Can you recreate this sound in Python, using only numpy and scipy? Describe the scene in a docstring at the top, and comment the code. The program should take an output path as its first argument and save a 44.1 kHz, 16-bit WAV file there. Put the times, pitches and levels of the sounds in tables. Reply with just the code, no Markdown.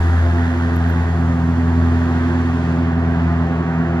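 """A floatplane's four-cylinder engine and propeller drone far out on a wide river as it runs to take off.
Heard from the bank, the drone is lowered in pitch because the plane moves away (the Doppler effect),
and it fades in and out. Unequal cylinders add a lumpy beat, and the exhaust rasps with each firing.
The wooded far shore returns the drone higher and smeared, so the two beat against each other.
Beneath them the propeller's wash roars and spray hisses off the floats; a few faint ticks sound nearby."""
import sys
import numpy as np
from scipy import signal
from scipy.fft import rfft, irfft, next_fast_len
from scipy.io import wavfile

SR = 44100
rng = np.random.default_rng(int(sys.argv[2]) if len(sys.argv) > 2 else 0)


def transcribe(signal):
    """Save signal, clipped to [-1, 1], as a 16-bit WAV file at the path in sys.argv[1]."""
    frames = np.atleast_2d(signal).T
    limited = np.clip(frames, -1, 1)
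    pcm = np.round(limited * 32767).astype(np.int16)
    wavfile.write(sys.argv[1], SR, pcm)


N = 176400
TIME = np.arange(N) / SR  # seconds
FREQS = np.arange(N // 2 + 1) * SR / N  # Hz

# How often the engine fires and a blade passes, as heard. Each row: time in seconds, rate in Hz.
FIRING_RATE = [(0, 83.19), (.5, 83.22), (1, 83.2), (1.8, 83.08), (2.4, 83.31), (3, 83.15), (3.5, 82.6),
               (4, 82.58)]
# Loudness of the three lowest harmonics (tones at 1, 2 and 3 times the firing rate).
# Each row: time in seconds, level in dB.
FIRST_HARMONIC = [(0, -14.5), (.22, -13.5), (.4, -16), (.54, -21), (.8, -17), (1.1, -18), (1.25, -18),
                  (1.5, -20), (1.65, -17), (1.88, -15), (2.1, -19.5), (2.5, -19.5), (2.68, -22),
                  (2.9, -20.5), (3.3, -19), (3.65, -25.5), (4, -23)]
SECOND_HARMONIC = [(0, -33.5), (.35, -32), (.55, -32.5), (.8, -24), (1.05, -27), (1.251, -22), (1.5, -23),
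                   (1.75, -24.5), (2.1, -27), (2.449, -27.5), (2.649, -23), (3.001, -24), (3.3, -21),
                   (3.619, -22.5), (3.77, -19.5), (4, -26)]
THIRD_HARMONIC = [(0, -34), (.25, -29), (.42, -22.5), (.85, -24.5), (1.13, -30.5), (1.26, -22.5),
                  (1.36, -23.5), (1.55, -22), (1.85, -20.5), (2.2, -21.3), (2.5, -22), (2.67, -23.5),
                  (2.799, -22), (3.1, -23.5), (3.5, -25), (3.681, -28.5), (3.8, -21.5), (3.9, -31),
                  (3.96, -21.5)]
# Strength of the higher harmonics. Each row: frequency in Hz, relative level in dB.
BUZZ_COLOUR = [(332, -41), (415, -38.5), (498, -55), (581, -48), (664, -43), (748, -42.5), (880, -51),
               (1250, -55), (1570, -55), (1900, -53.5), (2250, -57.5), (2600, -57.5), (3500, -59)]

def engine_drone(phase):
    """Each blade pass and firing makes a suction pulse: three strong low tones and a buzz above."""
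    turn = np.exp(1j * phase)  # turn ** k is harmonic number k
    levels = (FIRST_HARMONIC, SECOND_HARMONIC, THIRD_HARMONIC)
    low = sum(undb(curve(rows)) * turn ** k for k, rows in enumerate(levels, 1))
    mean_hz = np.mean(np.array(FIRING_RATE)[:, 1])
    half_blurred_hz = 1760
    buzz = 0
    for k in range(4, 37):
        blur = (k * mean_hz / half_blurred_hz) ** 2  # churning air blurs high tones most
        fading = (flutter() + blur * wander(width_hz=8)) / np.hypot(1, blur)
        tone = turn ** k * np.exp(2j * np.pi * rng.random())
        buzz += colour(BUZZ_COLOUR, k * mean_hz) * fading * tone
    return -np.sqrt(2) * (low + buzz * undb(-2) * ramp(db_per_s=1.6)).real


# Tones of the lumpy beat. Each row: multiple of a quarter of the firing rate, relative level in dB.
LOPE_TONES = [(3, -40.5), (5, -44), (6, -27.5), (7, -32.5), (9, -46.5), (10, -38.5), (11, -37), (13, -39),
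              (14, -58), (15, -40), (18, -39.5), (19, -53.5), (21, -54), (22, -52), (23, -56), (27, -50)]

def cylinder_lope(phase):
    """The four cylinders fire unequally, which adds tones between the drone's harmonics."""
    looseness = 0.48  # 0 gives one stronger knock per cycle, 1 spreads it over the cycle
    peak_s, fall_db_per_s = 2.22, 3
    tones = 0
    for k, db in LOPE_TONES:
        fading = flutter()
        offset = np.pi * (1 + looseness * rng.uniform(-1.01, 1))
        tones += undb(db) * (fading * np.exp(1j * (round(k) * phase / 4 + offset))).real
    return np.sqrt(2) * tones * undb(-2.5 - fall_db_per_s * abs(TIME - peak_s))


# Tone of the exhaust. Each row: frequency in Hz, relative level in dB.
RASP_COLOUR = [(600, -80), (1200, -72.5), (1500, -61), (1750, -66), (1950, -67.5), (2300, -85), (2900, -79),
               (3400, -82), (4500, -90.5), (7000, -100), (12000, -115)]
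# How the rasp swells and fades on its way. Each row: time in seconds, gain in dB.
RASP_SWELL = [(0, 0), (.45, 3), (.75, 0), (.95, 1), (1.35, -10.5), (1.8, -4.5), (2.25, -1.5), (2.6, -7),
              (3.2, -1.5), (3.8, -18), (4, -8)]

def exhaust_rasp(phase):
    """Exhaust gas hisses out in one puff per firing."""
    puffs = noise(colour(RASP_COLOUR, FREQS), likeness=0.8) * (1 + 0.46 * np.cos(phase))
    return from_left(puffs, lead_ms=0.19) * undb(curve(RASP_SWELL))


# Strength of the echo's harmonics. Each row: frequency in Hz, relative level in dB.
ECHO_COLOUR = [(86, -35.5), (173, -32.5), (260, -33), (346, -34.5), (432, -43), (519, -45), (605, -42),
               (692, -40.5), (780, -41.5), (865, -43), (1040, -42), (1215, -41), (1300, -45), (1550, -45.5),
               (1900, -47.5), (2400, -70)]
# How the echo's upper growl comes and goes along the bank. Each row: time in seconds, gain in dB.
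ECHO_SWELL = [(0, 1.5), (.6, -1), (1.05, -1), (1.4, -0.5), (1.9, -1), (2.3, 0.5), (2.7, 0), (3, -1.5),
              (3.55, 0.5), (3.87, 1.5), (4, 1.5)]

def shore_echo():
    """Countless trees each return the drone at a slightly different pitch: tones become noise bands."""
    pitch_hz, blur_hz, spread_hz = 86.47, 3.24, 0.54
    power = 0
    for k in range(1, 27):
        width_hz = np.hypot(blur_hz, k * spread_hz)  # higher harmonics smear more
        band = bell(FREQS - k * pitch_hz, width_hz) / (width_hz * np.sqrt(2 * np.pi))
        power += colour(ECHO_COLOUR, k * pitch_hz) ** 2 * band
    likeness = 0.92 + 0.08 * np.exp(-(FREQS / 450) ** 4)
    echo = from_left(noise(np.sqrt(power), likeness), lead_ms=0.12) * undb(-1)
    low = filtered(echo, lambda hz: 1 / (1 + (hz / 460) ** 6))
    return low * ramp(db_per_s=-0.35) + (echo - low) * undb(curve(ECHO_SWELL))


# Tone of the air behind the propeller. 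Each row: frequency in Hz, relative level in dB.
WASH_COLOUR = [(20, -76), (32, -70), (48, -59.5), (100, -59), (200, -55), (300, -65.5), (400, -62.5),
               (480, -68.5), (560, -72.5), (650, -62), (850, -60.5), (1260, -69), (1550, -66),
               (1900, -70.5), (2300, -78), (3000, -85.5), (6000, -115)]

def propeller_wash(phase):
    """Churning air roars, lightly chopped by the blades, and dulls as the plane draws away."""
    roar = noise(colour(WASH_COLOUR, FREQS), likeness=1 / (1 + (FREQS / 2400) ** 2))
    treble = filtered(roar, lambda hz: 1 - np.exp(-(hz / 800) ** 2))
    dulled = roar - treble + treble * ramp(db_per_s=-0.4)
    chopped = dulled * (1 + 0.067 * np.cos(phase))
    return from_left(chopped, lead_ms=0.078) * undb(-2.5)


# Tone of the spray. Each row: frequency in Hz, relative level in dB.
SPRAY_COLOUR = [(500, -82.5), (2000, -83), (2600, -78), (2950, -83.5), (3370, -78.5), (3620, -85),
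                (3900, -84), (4200, -86), (4500, -84), (4900, -88.5), (5400, -89.5), (6000, -89.5),
                (6700, -87.5), (7500, -96), (9000, -101), (11400, -102), (12300, -107), (16000, -118)]
# How the spray rises and falls. Each row: time in seconds, gain in dB.
SPRAY_SWELL = [(0, 1), (.3, -1.5), (.9, -1), (1.55, -1), (2, 1.5), (2.7, 2), (2.95, -3.5), (3.25, -1),
               (3.65, -1.5), (4, -1.5)]

def float_spray():
    """The floats hiss over the water; the air soaks up more treble as the plane draws away."""
    hiss = noise(colour(SPRAY_COLOUR, FREQS), likeness=0.44)
    treble = irfft(rfft(hiss) * (1 - np.exp(-(FREQS / 9500) ** 2)), N)
    dulled = hiss - treble + treble * ramp(db_per_s=-4)
    return from_left(dulled, lead_ms=0.232) * undb(curve(SPRAY_SWELL))


# Small dry sounds. Each row: peak time in seconds, level in dB, rise in seconds, decay in seconds.
NEAR_TICKS = [(.7635, -38, .0004, .0014), (.903, -50, .014, .006), (1.0284, -59, .0008, 0.0018)]

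def near_ticks():
    """Tiny bursts of very bright noise make faint ticks and a rustle close by."""
    bright = noise(bell(FREQS - 13500, width_hz=2200), likeness=0.1)
    bursts = sum(undb(db) * np.exp(np.minimum((TIME - peak) / rise, (peak - TIME) / decay))
                 for peak, db, rise, decay in NEAR_TICKS)
    return bright / bright.std() * bursts


def undb(db):
    """Turn decibels into a gain to multiply by."""
    return 10 ** (np.asarray(db) / 20)


def ramp(db_per_s):
    """A gain that rises or falls steadily and equals 1 halfway through."""
    return undb(db_per_s * (TIME - TIME.mean()))


def curve(rows):
    """Join rows of time and value with straight lines."""
    return np.interp(TIME, *np.array(rows).T)


def colour(rows, hz):
    """Look up the gain at hz in rows of frequency and dB."""
    row_hz, db = np.array(rows).T
    return undb(np.interp(np.log(np.maximum(hz, 1)), np.log(row_hz), db))


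def bell(offset_hz, width_hz):
    """A smooth hump, highest where the offset is zero."""
    return np.exp(-(offset_hz / width_hz) ** 2 / 2)


def noise(gain, likeness):
    """Stereo noise with a gain for each frequency; likeness 1 makes left and right the same."""
    mid, side = rfft(rng.standard_normal((2, N))) * gain * np.sqrt(SR / 2)
    mid, side = mid * np.sqrt((1 + likeness) / 2), side * np.sqrt((1 - likeness) / 2)
    return irfft(np.array([mid + side, mid - side]), N)


def wander(width_hz):
    """Random drift in a tone's strength and phase; a greater width drifts faster."""
    count = 2000
    hz = np.fft.fftfreq(count, N / SR / count)
    white = rng.standard_normal(count) + 1j * rng.standard_normal(count)
    drift = np.fft.ifft(np.fft.fft(white) * bell(hz, width_hz))
    drift /= np.sqrt(np.mean(abs(drift) ** 2))
    return np.interp(np.arange(N) * count / N, np.arange(count), drift)


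def flutter():
    """The slow, gentle fading of one tone."""
    return 1 + 0.23 * wander(width_hz=1.8)


def filtered(sound, response):
    """Filter by a gain for each frequency, extending the ends first so they do not click."""
    pad = 4096
    padded = np.pad(np.atleast_2d(sound), ((0, 0), (pad, pad)), mode="reflect", reflect_type="odd")
    padded = padded * signal.windows.tukey(N + 2 * pad, pad / N)
    count = next_fast_len(N + 2 * pad, True)
    hz = np.arange(count // 2 + 1) * SR / count
    return irfft(rfft(padded, count) * response(hz), count)[:, pad:pad + N]


def from_left(sound, lead_ms):
    """Sound from the left reaches the left microphone first."""
    lead_s = np.array([[1], [-1]]) * lead_ms / 1000
    return filtered(sound, lambda hz: np.exp(1j * np.pi * hz * lead_s))


def scene():
    """The plane off to the left, its echo from the shore and the ticks nearby."""
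    phase = 2 * np.pi * np.cumsum(curve(FIRING_RATE)) / SR  # one full turn per firing
    engine = from_left(engine_drone(phase) + cylinder_lope(phase), lead_ms=0.15)
    return (engine + shore_echo() + propeller_wash(phase) + exhaust_rasp(phase)
            + float_spray() + near_ticks())


# Each microphone has its own tone. Each row: frequency in Hz, left level minus right level in dB.
MIC_BALANCE = [(80, 0.5), (140, 1.5), (230, -2), (330, -5), (490, 8.5), (750, -2), (1150, -1), (1750, -6),
               (2700, -1.5), (4000, 3.5), (8000, 1.5), (10500, 6.5), (13000, -1.5)]

def record(dry):
    """Two microphones colour the sound; the highest treble is cut and both ends fade briefly."""
    top_hz, fade_s = 15700, 0.004
    sides = np.array([[0.5], [-0.5]])  # each side takes half of the balance
    heard = filtered(dry, lambda hz: colour(MIC_BALANCE, hz) ** sides / (1 + (hz / top_hz) ** 200))
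    return heard * signal.windows.tukey(N, 2 * fade_s * SR / N)


dry = scene()
out = record(dry)
transcribe(out)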